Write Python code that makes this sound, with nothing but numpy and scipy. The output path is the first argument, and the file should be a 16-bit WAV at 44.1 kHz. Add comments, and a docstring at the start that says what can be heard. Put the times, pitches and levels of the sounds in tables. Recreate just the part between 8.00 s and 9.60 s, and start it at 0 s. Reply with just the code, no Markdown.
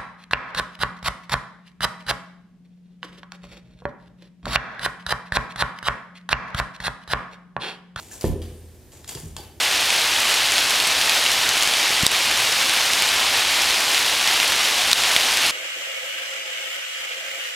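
"""A floor pump fills a bicycle tyre in a hard, echoing room, heard close up over quiet room tone.
A burst of air is already hissing at the start: gritty noise plus whistling jet resonances.
Near 0.24 s the piston thumps at the end of its stroke: body modes ring, low room modes swell and hum,
and thin drifting whistles follow. More bursts come at 0.4 and 0.9 s; from 1.04 s metal clicks (noise
cracks and short modes), softer thumps and air crowd together, up to a sharp click near 1.37 s."""
import sys
import numpy as np
from scipy import signal
from scipy.fft import rfft, irfft
from scipy.io import wavfile
from scipy.ndimage import uniform_filter1d

SR = 44100
rng = np.random.default_rng(int(sys.argv[2]) if len(sys.argv) > 2 else 0)


def magnitude_from_level(level_db):
    """Linear magnitude for a level in decibels (20 dB per decade)."""
    exponent = np.asarray(level_db, float) / 20
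    return 10 ** exponent


def pcm_store(signal):
    """Save signal as 16-bit PCM."""
    levels = np.round(np.clip(np.atleast_2d(signal), -1, 1) * 32767)
    wavfile.write(sys.argv[1], SR, levels.astype(np.int16).T)


N = 70560  # samples, 1.6 s

# spectrum of the room tone: pitch_hz, level_db (per Hz, relative)
ROOM_TONE = [(15, -26), (25, -6), (87, 2), (175, -9.5), (335, -8), (1260, -29.5), (1650, -25),
             (2480, -28.5), (7310, -29), (14400, -30.5), (16000, -47)]
ROOM_TONE_DB = -49
# decay of the room's tail: pitch_hz, t60_s
ROOM_DECAY = [(60, 0.56), (160, 0.75), (420, 0.76), (1100, 0.48), (2900, 0.55), (7700, 0.19), (14000, 0.14)]
ROOM_DB = -9
# stereo width of diffuse sound: pitch_hz, side_minus_mid_db
WIDTH = [(60, -11), (110, -11.5), (380, -16), (700, -10), (2380, -11), (4400, -8), (8120, 0), (15000, 0.5)]
# tilt of the direct sound between the two ports: pitch_hz, left_minus_right_db
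PORT_TILT = [(60, -1), (380, -2), (2380, -1), (15000, 3.5)]
PORT_LAG_S = -0.000021
# low modes of the room, which build up after a knock: pitch_hz, level_db, t60_s
ROOM_MODES = [(47.3, -12, 0.86), (82.3, -11.5, 1.255), (121, -30, 0.77), (236.7, -27, 1.12),
              (294.9, -20, 0.78), (367.4, -36, 2.9), (494.5, -28, 1.25)]
HUM_RISE_S = 0.0276  # time constant of the build-up
# big knock shaking the microphone, opposite in its two ports: start_s, length_s, pitch_hz, level_db
MIC_SHAKE = (.2492, .1, 77, -25)
# metal clicks: start_s, level_db, strongest_near_hz, spread_octaves, ring_db (relative to level_db)
CLICK_EVENTS = [(.113, -41.5, 1750, 0.26, -7), (0.1194, -29, 6540, 0.13, -34),
                (0.2096, -27, 5150, 0.3, -45), (0.2417, -32.5, 2660, 0.95, -18.5),
                (0.4175, -34, 3300, 0.67, -17), (0.9192, -41, 5100, 1.2, -27),
                (1.044, -33, 3000, 1.12, -48), (1.0770, -29, 6660, 0.78, -40),
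                (1.09, -23.5, 7340, 0.21, -40), (1.0916, -23, 3300, 0.97, -22),
                (1.1498, -22, 5000, 1.1, -33), (1.172, -33, 1740, 0.97, -37), (1.207, -32, 7950, 0.2, -36),
                (1.256, -36, 7760, 0.31, -33), (1.277, -39, 7800, 0.22, -41),
                (1.3653, -19.5, 3900, 1.84, -23.5)]
# short modes of the struck parts, before a small random detune: pitch_hz, level_db, t60_s
METAL_MODES = [(907, 12, 0.069), (1750, 0, 0.06), (2767, -4, 0.04), (3300, 1.5, 0.043), (4813, 8, 0.018),
               (5510, -5, 0.027), (7150, -0.5, 0.017), (8750, -3, 0.01), (11500, -2, 0.06)]
# long rings of barrel and spokes: pitch_hz, level_db, t60_s
LONG_RINGS = [(1523, -7, .7), (3040, -6, .5), (4606, -1, .33), (4636, -3, .3)]
CRACK_T60_S, CRACK_TOP_HZ = 0.014, 11500
DRY_SPREAD_OCTAVES = 0.55  # blows wider than this snap more than they ring
# piston and foot of the pump knocking:
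# start_s, level_db, strongest_near_hz, spread_octaves, room_hum_db (relative to level_db), rise_s
THUMP_EVENTS = [(.2420, -12, 302, 2.12, 2, 0.00099), (.295, -15.5, 83, 1.47, -8.5, 0.0036),
                (1.152, -21, 123, 0.39, -28.5, 0.012), (1.151, -21.5, 419, 0.31, -10, 0.0069),
                (1.233, -19, 167.4, 0.38, -16.5, 0.0033), (1.258, -17.5, 91.5, 0.41, -19.5, 0.0061),
                (1.285, -25, 63, .4, -11.5, 0.011), (1.372, -28.5, 104, 1.25, -21, 0.008),
                (1.397, -35, 405, 0.44, -34, 0.002), (1.390, -22, 820, 0.18, -26, 0.0021)]
# modes of pump body and floor: pitch_hz, level_db, t60_s
BODY_MODES = [(62.5, -6.5, .12), (91, -7, 0.074), (127.7, -2.5, 0.092), (158, -10, 0.098),
              (220, -3.5, 0.053), (351.4, -1.5, 0.052), (391.6, -3, 0.048), (489, -11, 0.086),
              (640, -15.5, 0.074), (822, -12.5, 0.047), (1011, -18, 0.21), (1790, -4, 0.049)]
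# thin whistles in the valve: start_s, length_s, first_hz, last_hz, level_db
VALVE_WHISTLES = [(.262, .085, 11700, 11650, -49), (.27, .2, 9400, 9000, -58), (.47, .3, 8950, 8400, -63),
                  (.52, .24, 10900, 11300, -65), (1.17, .23, 9700, 8950, -59)]
WHISTLE_WIDTH_HZ = 450
# resonances of the air jet: pitch_hz, width_hz, level_db (relative)
JET_RESONANCES = [(6070, 2100, -16), (7070, 550, -13.5), (8200, 1000, -15)]
# onset of each air burst: start_s
BURST_ONSETS = [-.05, .108, .208, .242, .417, .917, 1.07, 1.15, 1.366]
# shape of each burst: rise_s, hold_s, level_db, t60_s, jet_db, brightness_db (both relative to level_db)
BURST_SHAPES = [(0.012, 0.028, -44.5, 0.8, 11, -4), (0.0057, 0.033, -45.5, 0.38, 15, -0.5),
                (0.0019, 0.0085, -37.5, 0.34, -9, -1.5), (0.0045, 0.015, -38, 0.24, 5.5, -4),
                (0.002, 0.017, -44, 0.53, -16, -7), (0.0062, 0.015, -50, 1, 11.5, -5),
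                (0.02, 0.019, -40, 0.48, 10.5, 0), (0.0049, 0.037, -49.5, 0.62, 14.5, 2.5),
                (0.0025, 0.021, -43.5, 0.46, -27, -2.5)]
# spectrum of the hiss: pitch_hz, level_db (per Hz, relative)
HISS_SPECTRUM = [(350, -8), (600, -2.5), (834, -2.5), (1510, -10), (2990, -6.5), (4710, -7.5),
                 (12000, -4.5), (16000, -13)]
GRIT_DB = 2.6  # rms of the fast level flutter
AIR_SPLIT_HZ = 5000  # between dull and bright hiss
AIR_WIDE_DB = -2


def read(points, hz):
    """Reads a table value on a log-frequency axis."""
    table_hz, value = np.transpose(points)
    return np.interp(np.log(hz + 1), np.log(table_hz + 1), value)


def evened(x):
    """Scales a sound to rms 1."""
    return x / np.sqrt(np.mean(x ** 2) + 1e-20)


def add(mix, start_s, sound):
    """Drops a sound into the mix at a given time."""
    part = mix[round(start_s * SR):][:len(sound)]
    part += sound[:len(part)]


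def colour(x, points):
    """Filters a sound by a spectrum table."""
    n = x.shape[-1]
    gain = magnitude_from_level(read(points, np.fft.rfftfreq(n, 1 / SR)))
    return irfft(rfft(x) * gain, n)


def band_noise(hz, width_hz):
    """Noise through one resonance, at rms 1."""
    f = np.fft.rfftfreq(N, 1 / SR)
    resonance = 1 / (1 + (2 * (f - hz) / width_hz) ** 2)
    return evened(irfft(rfft(rng.standard_normal(N)) * resonance, N))


def modes(table, t, phase=0):
    """Sum of exponentially dying sines, as a struck object rings."""
    hz, db, t60 = np.transpose(table)[:, :, None]
    return (magnitude_from_level(db - 60 * t / t60) * np.sin(2 * np.pi * hz * t + phase)).sum(0)


def near(hz, centre_hz, spread):
    """Level change in dB away from where a blow is strongest."""
    return -12 * (np.log2(hz / centre_hz) / spread) ** 2


def struck(table, centre_hz, spread):
    """Weights modes by how strongly a blow excites each one."""
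    return [(hz, db + near(hz, centre_hz, spread), t60) for hz, db, t60 in table]


def diffuse(mid, side):
    """Left and right from unrelated mid and side sound."""
    side = colour(side, WIDTH)
    return np.array([mid + side, mid - side])


def room_tone():
    """Steady quiet noise shaped by a spectrum and spread in stereo."""
    mid, side = colour(rng.standard_normal((2, N)), ROOM_TONE)
    return magnitude_from_level(ROOM_TONE_DB) * evened(diffuse(mid, side))


def room(x):
    """Dense echo tail: noise in which each band dies at its own speed."""
    hz, t, z = signal.stft(rng.standard_normal((2, SR)), SR, nperseg=512)
    decay = magnitude_from_level(-60 * t / read(ROOM_DECAY, hz)[:, None])
    tail = signal.istft(z * decay, SR, nperseg=512)[1]
    # silent for 3.3 ms, then fades in over 11 ms
    tail = tail * np.clip(np.arange(tail.shape[1]) / SR / 0.011 - 0.3, 0, 1)
    tail = tail / np.linalg.norm(tail[0])
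    mid, side = signal.fftconvolve(x[None], tail, axes=1)[:, :N]
    return magnitude_from_level(ROOM_DB) * diffuse(mid, side)


def room_hum():
    """Each thump pushes the room's low modes, which swell slowly and hum on."""
    push, t = np.zeros(N), np.arange(SR) / SR
    for start_s, db, _, _, hum_db, _ in THUMP_EVENTS:
        add(push, start_s, [-magnitude_from_level(db + hum_db)])
    swell = 1 - np.exp(-t / HUM_RISE_S)
    return signal.fftconvolve(push, swell * modes(ROOM_MODES, t))[:N]


def shake():
    """A few low cycles, pushing one port while pulling the other."""
    start_s, length_s, hz, db = MIC_SHAKE
    u = np.clip((np.arange(N) / SR - start_s) / length_s, 0, 1)
    swing = np.sin(np.pi * u) ** 0.5 * np.sin(2 * np.pi * hz * length_s * u)
    return np.array([[1], [-1]]) * magnitude_from_level(db) * swing


def crack(centre_hz, spread, t):
    """The snap of a click: band-shaped noise that dies within milliseconds."""
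    f = np.fft.rfftfreq(len(t), 1 / SR) + 1
    shape = magnitude_from_level(near(f, centre_hz, 2 * spread)) / (1 + (f / CRACK_TOP_HZ) ** 10)
    noise = evened(irfft(rfft(rng.standard_normal(len(t))) * shape, len(t)))
    return 0.5 * noise * magnitude_from_level(4 - 60 * t / CRACK_T60_S)


def clicks():
    """A crack of noise and the metal modes near its own pitch, with a faint long ring."""
    out, t = np.zeros(N), np.arange(SR // 2) / SR
    attack = np.minimum(t / 0.0011, 1)
    for start_s, db, centre_hz, spread, ring_db in CLICK_EVENTS:
        detune = 0.99 + 0.019 * rng.random(len(METAL_MODES))
        parts = [(hz * k, g, t60) for (hz, g, t60), k in zip(struck(METAL_MODES, centre_hz, spread), detune)]
        tick = modes(parts, t, 2 * np.pi * rng.random((len(parts), 1)))
        tick = min(DRY_SPREAD_OCTAVES / spread, 1) * tick / abs(tick).max()
        snap = (tick + crack(centre_hz, spread, t)) * attack
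        ring_phase = 2 * np.pi * rng.random((len(LONG_RINGS), 1))
        ring = modes(struck(LONG_RINGS, centre_hz, spread), t, ring_phase)
        ring = magnitude_from_level(ring_db) * ring * np.minimum(t / 0.0035, 1)
        add(out, start_s, magnitude_from_level(db) * (snap + ring))
    return out


def thumps():
    """Soft pushes of piston and foot ring the pump body and floor at once."""
    out, t = np.zeros(N), np.arange(SR) / SR
    for start_s, db, centre_hz, spread, _, rise_s in THUMP_EVENTS:
        onset = np.sin(np.pi / 2 * np.minimum(t / rise_s, 1)) ** 2
        add(out, start_s, -magnitude_from_level(db) * modes(struck(BODY_MODES, centre_hz, spread), t) * onset)
    return out


def whistle(start_s, length_s, first_hz, last_hz, db):
    """Thin valve whistle: a narrow band of noise that drifts in pitch."""
    u = np.clip((np.arange(N) / SR - start_s) / length_s, 0, 1)
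    carrier = np.exp(2j * np.pi * np.cumsum(first_hz + (last_hz - first_hz) * u) / SR)
    wander = band_noise(0, WHISTLE_WIDTH_HZ) + 1j * band_noise(0, WHISTLE_WIDTH_HZ)
    fade = np.minimum(u / 0.03, 1) * (1 - u ** 2)
    return magnitude_from_level(db) * fade * (wander * carrier).real


def jet_noise():
    """Noise through the whistling resonances of the air jet."""
    return 0.5 * sum(magnitude_from_level(db) * band_noise(hz, width_hz) for hz, width_hz, db in JET_RESONANCES)


def burst_envelopes():
    """Rise, hold and decay of dull hiss, bright hiss and jet; overlapping bursts add in power."""
    t = np.arange(N) / SR
    dull, bright, jet = np.zeros((3, N))
    for start_s, (rise_s, hold_s, db, t60, jet_db, bright_db) in zip(BURST_ONSETS, BURST_SHAPES):
        since = t - start_s
        fall_db = 60 * np.maximum(since - rise_s - hold_s, 0) / t60
        shape = np.clip(since / rise_s, 0, 1) * magnitude_from_level(db - fall_db)
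        dull = np.hypot(dull, shape)
        bright = np.hypot(bright, magnitude_from_level(bright_db) * shape)
        jet = np.hypot(jet, magnitude_from_level(jet_db) * shape)
    return dull, bright, jet


def air():
    """Valve air as central and spread sound: gritty hiss in both, jet and whistles in the centre."""
    dull, bright, jet = burst_envelopes()
    grit = magnitude_from_level(GRIT_DB * evened(uniform_filter1d(rng.standard_normal(N), 120)))
    hiss = evened(colour(rng.standard_normal((2, N)), HISS_SPECTRUM))
    low = signal.filtfilt(*signal.butter(2, AIR_SPLIT_HZ, fs=SR), hiss)
    centre, spread = grit * (dull * low + bright * (hiss - low))
    centre = centre + grit * jet * jet_noise()
    centre = centre + sum(whistle(*row) for row in VALVE_WHISTLES)
    return centre, spread


def two_ports(direct):
    """Direct sound reaches two ports with a tiny lag and a tilt in level."""
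    f = np.fft.rfftfreq(N, 1 / SR)
    left = np.exp(1j * np.pi * f * PORT_LAG_S) * magnitude_from_level(read(PORT_TILT, f) / 2)
    return irfft(rfft(direct) * np.array([left, 1 / left]), N)


def scene():
    """Pump sounds at two ports, with the room, its tone and part of the hiss diffuse around them."""
    centre, spread = air()
    direct = thumps() + clicks() + centre
    background = room_tone() + room(direct) + room_hum()
    wide_hiss = diffuse(np.zeros(N), magnitude_from_level(AIR_WIDE_DB) * spread)
    return background + shake() + two_ports(direct) + wide_hiss


def band_limit(x):
    """A steep low-pass at the top of the band."""
    return signal.sosfilt(signal.butter(12, 16430, fs=SR, output="sos"), x)


def record(dry):
    """Band limits of the microphone: a low cut at 40 Hz and a steep top cut at 15.9 kHz."""
    low_cut = signal.butter(4, 40, "highpass", fs=SR, output="sos")
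    top_cut = signal.firwin(255, 15900, fs=SR)
    mix = signal.sosfilt(low_cut, dry)
    mix = signal.oaconvolve(mix, top_cut[None], "same")
    return band_limit(mix)


dry = scene()
out = record(dry)
pcm_store(out)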